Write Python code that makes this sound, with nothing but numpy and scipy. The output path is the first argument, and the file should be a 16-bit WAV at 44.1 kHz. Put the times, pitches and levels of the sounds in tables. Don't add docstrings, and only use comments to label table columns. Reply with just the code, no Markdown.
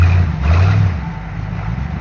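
import sys
import numpy as np
from scipy import signal
from scipy.fft import rfft, irfft, next_fast_len
from scipy.io import wavfile
from scipy.ndimage import uniform_filter1d, map_coordinates

SR = 44100
rng = np.random.default_rng(int(sys.argv[2]) if len(sys.argv) > 2 else 0)


def materialize(psi):
    bounded = np.clip(np.atleast_2d(psi).T, -1, 1)
    quanta = np.round(bounded * 32767).astype(np.int16)
    wavfile.write(sys.argv[1], SR, quanta)


N = 88420
MAX_FIRINGS = 400

# t/s, firing rate f/Hz, mean rms level of the note/dB
ENGINE_COURSE = [(0.03, 87.24, -7.5), (0.122, 88.16, -12), (0.204, 90.1, -11), (0.232, 86.77, -13.5),
                 (0.364, 67.3, -29), (0.392, 64.42, -27), (0.446, 67.95, -16), (0.512, 81.26, -8.5),
                 (0.528, 83.53, -11), (0.65, 94.9, -10.5), (0.758, 103.4, -10.5), (0.808, 102.5, -12),
                 (0.868, 95.47, -12.5), (0.928, 83.7, -20.5), (1.022, 63.9, -23.5), (1.06, 58.7, -31),
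                 (1.208, 51.2, -33), (1.296, 48.6, -31.5), (1.406, 51.2, -29.5), (1.648, 51.66, -29),
                 (1.802, 65.9, -25), (1.856, 70.9, -25), (2.0, 76.0, -29.5)]
# t/s, rumble/dB, roar under load/dB, clatter/dB
NOISE_COURSE = [(0, -30, -24, -43), (.13, -33, -27, -42), (.2, -21.5, -28.5, -46.5), (.3, -23.5, -35, -50),
                (.4, -25.5, -39, -49.5), (.45, -25, -25.5, -41), (.53, -25, -24.5, -38),
                (.72, -28, -26, -40), (.78, -22.5, -30.5, -43.5), (.9, -24, -31, -48),
                (1.03, -24.5, -40.5, -51.5), (1.2, -28, -48.5, -53), (1.45, -25.5, -46, -52),
                (1.54, -27, -39, -52), (1.64, -28, -32.5, -50.5), (1.72, -23.5, -41, -50.5),
                (2, -25, -41.5, -53)]
# f/Hz, half-width at half gain/Hz, peak gain added to a flat floor/dB
BODY_MODES = [(706, 50, -5), (1329, 520, -4.5), (1942, 190, -4.5)]
# multiple of the pitch, mean level/dB, t60/s
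PANEL_MODES = [(1, 0, 0.039), (.86, -5, 0.036)]


def exhaust():
    # t/s, second/dB, third/dB, beat of the banks/dB
    overtone_course = [(0, -33, -46, -20.5), (.25, -28.5, -45, -24), (.4, -30, -40, -24.5),
                       (.6, -30.5, -43, -22.5), (.85, -36, -48.5, -22.5), (1.0, -35, -43, -28),
                       (1.15, -35, -35, -34), (1.26, -40.5, -35, -33.5), (1.32, -29, -44, -32.5),
                       (1.47, -24.5, -32, -28), (1.62, -27, -34, -32), (1.72, -24, -30.5, -27),
                       (1.82, -27.5, -33.5, -30), (1.88, -32.5, -39, -29), (2, -33.5, -41.5, -32.5)]
    bank_order = [1, -1, -1, 1, -1, 1, 1, -1]
    # f/Hz, gain/dB
    pipe_response = [(30, -30.5), (58, -3), (100, -6.5), (140, -1.5), (168, 1), (200, -16), (400, -39.5)]
    note_waver_db, uneven_db, bank_scatter_db = 0.7, 1.56, 1.5
    slip_turns = 0.03

    count, note_db = firings(), curves(ENGINE_COURSE)[1]
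    second_db, third_db, beat_db = curves(overtone_course)
    hard_db = uneven_db * map_coordinates(rng.standard_normal(MAX_FIRINGS), [count], order=1)
    harmonics = [
        (1, note_db + note_waver_db * wobble(18)),
        (2, second_db + hard_db),
        (3, third_db + hard_db),
    ]
    pulses = np.zeros(N)
    for k, db in harmonics:
        turns = k * count + slip_turns * k * wobble(14)
        pulses -= amp(db) * np.cos(2 * np.pi * turns)
    scatter = amp(bank_scatter_db * rng.standard_normal(MAX_FIRINGS))
    banks = np.resize(bank_order, MAX_FIRINGS) * scatter
    beat = unit(coloured(kicks(banks), pipe_response))
    return np.sqrt(2) * pulses + amp(beat_db) * beat


def rumble():
    # f/Hz, relative gain/dB
    rumble_response = [(30, -22), (48, -5.5), (70, -4), (110, -5.5), (165, -0.5), (200, -9.5), (260, -15.5),
                       (450, -34.5), (600, -61.5)]
    thumps = unit(coloured(kicks(rng.standard_normal(MAX_FIRINGS)), rumble_response))
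    wash = unit(coloured(rng.standard_normal(N), rumble_response))
    return amp(curves(NOISE_COURSE)[0] - 3.0) * unit(thumps + 1.8 * wash)


def roar():
    # f/Hz, relative spectral density/dB
    roar_spectrum = [(150, -23), (220, 1.5), (280, 2), (400, 1), (520, -4), (704, -3), (900, -5),
                     (1300, -4), (1760, -9.5), (2230, -9), (2550, -5), (2860, -14.5), (3200, -21.5),
                     (4200, -51)]
    # f/Hz, relative spectral density/dB
    clatter_spectrum = [(1710, -29), (2900, -2.5), (3320, -6.5), (3710, 1), (4530, -5), (5780, -6.5),
                        (6560, -11.5), (7100, -25), (9230, -47), (15600, -120)]
    _, roar_db, clatter_db = curves(NOISE_COURSE)
    rush = coloured(puffed(steady=1.4, scatter_db=2.5, cycle_db=1.0), roar_spectrum)
    rush = patchy(resonant(rush, BODY_MODES, floor=1), depth_db=2.5)
    clatter = coloured(puffed(steady=1.5, scatter_db=3, cycle_db=0.8), clatter_spectrum)
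    clatter = patchy(clatter, depth_db=2.0)
    return amp(roar_db - 1.5) * unit(rush) + amp(clatter_db) * unit(clatter)


def shudder():
    over_roar_db, spread_db = 2, 2.5
    pitch_spread = 0.079
    latest_s = 0.006
    at = np.flatnonzero(np.diff(np.floor(firings())))
    late, size, which, pitch = rng.random((len(at), 4)).T
    mode = (which * len(BODY_MODES)).astype(int)
    hz = np.transpose(BODY_MODES)[0][mode] * (1 + pitch_spread * (2 * pitch - 1))
    db = curves(NOISE_COURSE)[1][at] + over_roar_db - spread_db * np.log(size + 0.0013)
    return struck(zip(at / SR + latest_s * late, db, hz), PANEL_MODES, tick=0.5)


def rattle():
    # t/s, relative level/dB, pitch f/Hz
    rattle_strikes = [(0.001, -19.5, 2535), (0.0263, -15, 2490), (0.0372, -14, 2450), (0.0958, -16.5, 2467),
                      (0.1191, -15.5, 2425), (0.1303, -20, 2436), (.152, -24.5, 2450), (0.185, -24, 2560),
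                      (0.4752, -19.5, 2524), (0.5337, -17.5, 2546), (.546, -21, 2500),
                      (0.5727, -19.5, 2560), (0.6068, -23, 2460), (0.6232, -17.5, 2520),
                      (0.6396, -23, 2600), (0.6645, -20, 2510), (0.7060, -19, 2559), (.7392, -24.5, 2449)]
    # multiple of the pitch, mean level/dB, t60/s
    tin_modes = [(1, 3.5, 0.044), (1.06, -6, .025), (1.62, -10.5, 0.03)]
    # t/s, relative level/dB, pitch f/Hz
    panel_knocks = [(0.0164, -8.5, 1407), (0.04, -18, 726), (0.1765, -19, 1394), (.187, -19.5, 700),
                    (0.4444, -17.5, 1384), (.4823, -19.5, 1244), (0.511, -13.5, 710), (0.539, -16.5, 698),
                    (.5467, -17.5, 1340), (0.569, -15.5, 1350), (0.5945, -15, 1288), (.6, -16.5, 744),
                    (0.627, -18.5, 680), (0.683, -15, 765), (0.709, -15.5, 1403), (1.544, -24.5, 756),
                    (1.625, -21, 760), (1.635, -23, 1360), (1.66, -25.5, 880)]
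    return struck(rattle_strikes, tin_modes, tick=0.48) + struck(panel_knocks, PANEL_MODES, tick=0.15)


def running():
    # f/Hz, relative spectral density/dB
    wash_spectrum = [(180, -31.5), (300, 0.5), (335, -11.5), (366, -6), (533, -10), (732, -3.5), (1190, -9),
                     (1340, -5.5), (1730, -9.5), (2030, -7.5), (3200, -24), (4160, -52.5), (7040, -120)]
    # f/Hz, half-width at half gain/Hz, level before the shared course/dB
    whine_bands = [(166.5, 8.1, -36), (761, 18, -48), (885.5, 8, -46), (2005, 8, -51.5)]
    # t/s, gain/dB
    whine_course = [(0, 0), (.98, 0.5), (1.03, 5.5), (1.27, 3), (1.32, -4), (1.5, -3.5), (1.63, 4),
                    (1.72, -2), (2, 2)]
    wash = amp(-36) * unit(coloured(rng.standard_normal(N), wash_spectrum))
    tones = np.zeros(N)
    for hz, width, db in whine_bands:
        band = resonant(rng.standard_normal(N), [(hz, width, 0)], floor=0)
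        tones += amp(db + 2.3 * wobble(3.5)) * unit(band)
    return wash + amp(curves(whine_course)[0]) * tones


def firings():
    return np.cumsum(curves(ENGINE_COURSE)[0]) / SR


def kicks(sizes):
    out = np.zeros(N)
    at = np.flatnonzero(np.diff(np.floor(firings())))
    out[at] = sizes[:len(at)]
    return out


def puffed(steady, scatter_db, cycle_db):
    cylinders, puff_s, cycle_lag = 8, 0.015, 0.46
    t = np.arange(SR // 20) / SR
    sizes = amp(scatter_db * rng.standard_normal(MAX_FIRINGS))
    puffs = signal.fftconvolve(kicks(sizes), np.exp(-t / puff_s))[:N]
    swell = amp(cycle_db * np.cos(2 * np.pi * (firings() / cylinders - cycle_lag)))
    return rng.standard_normal(N) * (steady + unit(np.abs(puffs))) * swell


def struck(events, modes, tick):
    out = np.zeros(N + SR)
    t = np.arange(SR // 8) / SR
    onset = 1 - np.exp(-t / 0.0011)
    for s, db, hz in events:
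        ring = np.zeros(len(t))
        for multiple, level, t60 in modes:
            decay = amp(level + rng.normal(0, 0.91) - 60 * t / t60)
            ring += decay * np.sin(2 * np.pi * (multiple * hz * t + rng.random()))
        noise = tick * amp(-60 * t / 0.04) * rng.standard_normal(len(t))
        out[round(s * SR):][:len(t)] += amp(db - 0.97) * (ring + noise) * onset
    return coloured(out[:N], [(400, -9), (650, 0), (5000, -6), (6800, -15)])


def coloured(x, points):
    m = next_fast_len(N + 8192)
    f, db = np.transpose(points)
    log_f = np.log(np.fft.rfftfreq(m, 1 / SR) + 1)
    gain_db = np.interp(log_f, np.log(f + 1), db, left=-120, right=-120)
    return irfft(rfft(x, m) * amp(gain_db), m)[..., :N]


def resonant(x, peaks, floor):
    m = next_fast_len(N)
    f = np.fft.rfftfreq(m, 1 / SR)
    gain = floor + sum(amp(db) / (1 + ((f - centre) / width) ** 2) for centre, width, db in peaks)
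    return irfft(rfft(x, m) * gain, m)[:N]


def patchy(x, depth_db):
    z = signal.stft(x, nperseg=512)[2]
    field = uniform_filter1d(rng.standard_normal(z.shape), size=3, axis=0)
    field = uniform_filter1d(field, size=5, axis=1)
    return signal.istft(z * amp(depth_db * unit(field)), nperseg=512)[1][:N]


def wobble(rate):
    knots = rng.standard_normal(int(N * rate / SR) + 4)
    return map_coordinates(knots, [np.arange(N) * rate / SR])


def curves(rows):
    s, *cols = np.transpose(rows)
    return [np.interp(np.arange(N) / SR, s, c) for c in cols]


def amp(db):
    return 10 ** (np.asarray(db) / 20)


def unit(x):
    return x / np.sqrt(np.mean(x ** 2) + 1e-20)


def scene():
    return (exhaust() + rumble() + roar() + shudder() + rattle() + running())[None]


def record(dry):
    bass_hz, top_hz = 35.3, 7250
    ceiling = 0.76
    m = next_fast_len(N + 8192)
    f = np.fft.rfftfreq(m, 1 / SR)
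    x = irfft(rfft(dry, m) / np.sqrt(1 + (bass_hz / (f + 1)) ** 6), m)
    x = x / (1 + np.abs(x / ceiling) ** 4) ** (1 / 4)
    return irfft(rfft(x) * (f < top_hz), m)[..., :N]


dry = scene()
out = record(dry)
materialize(out)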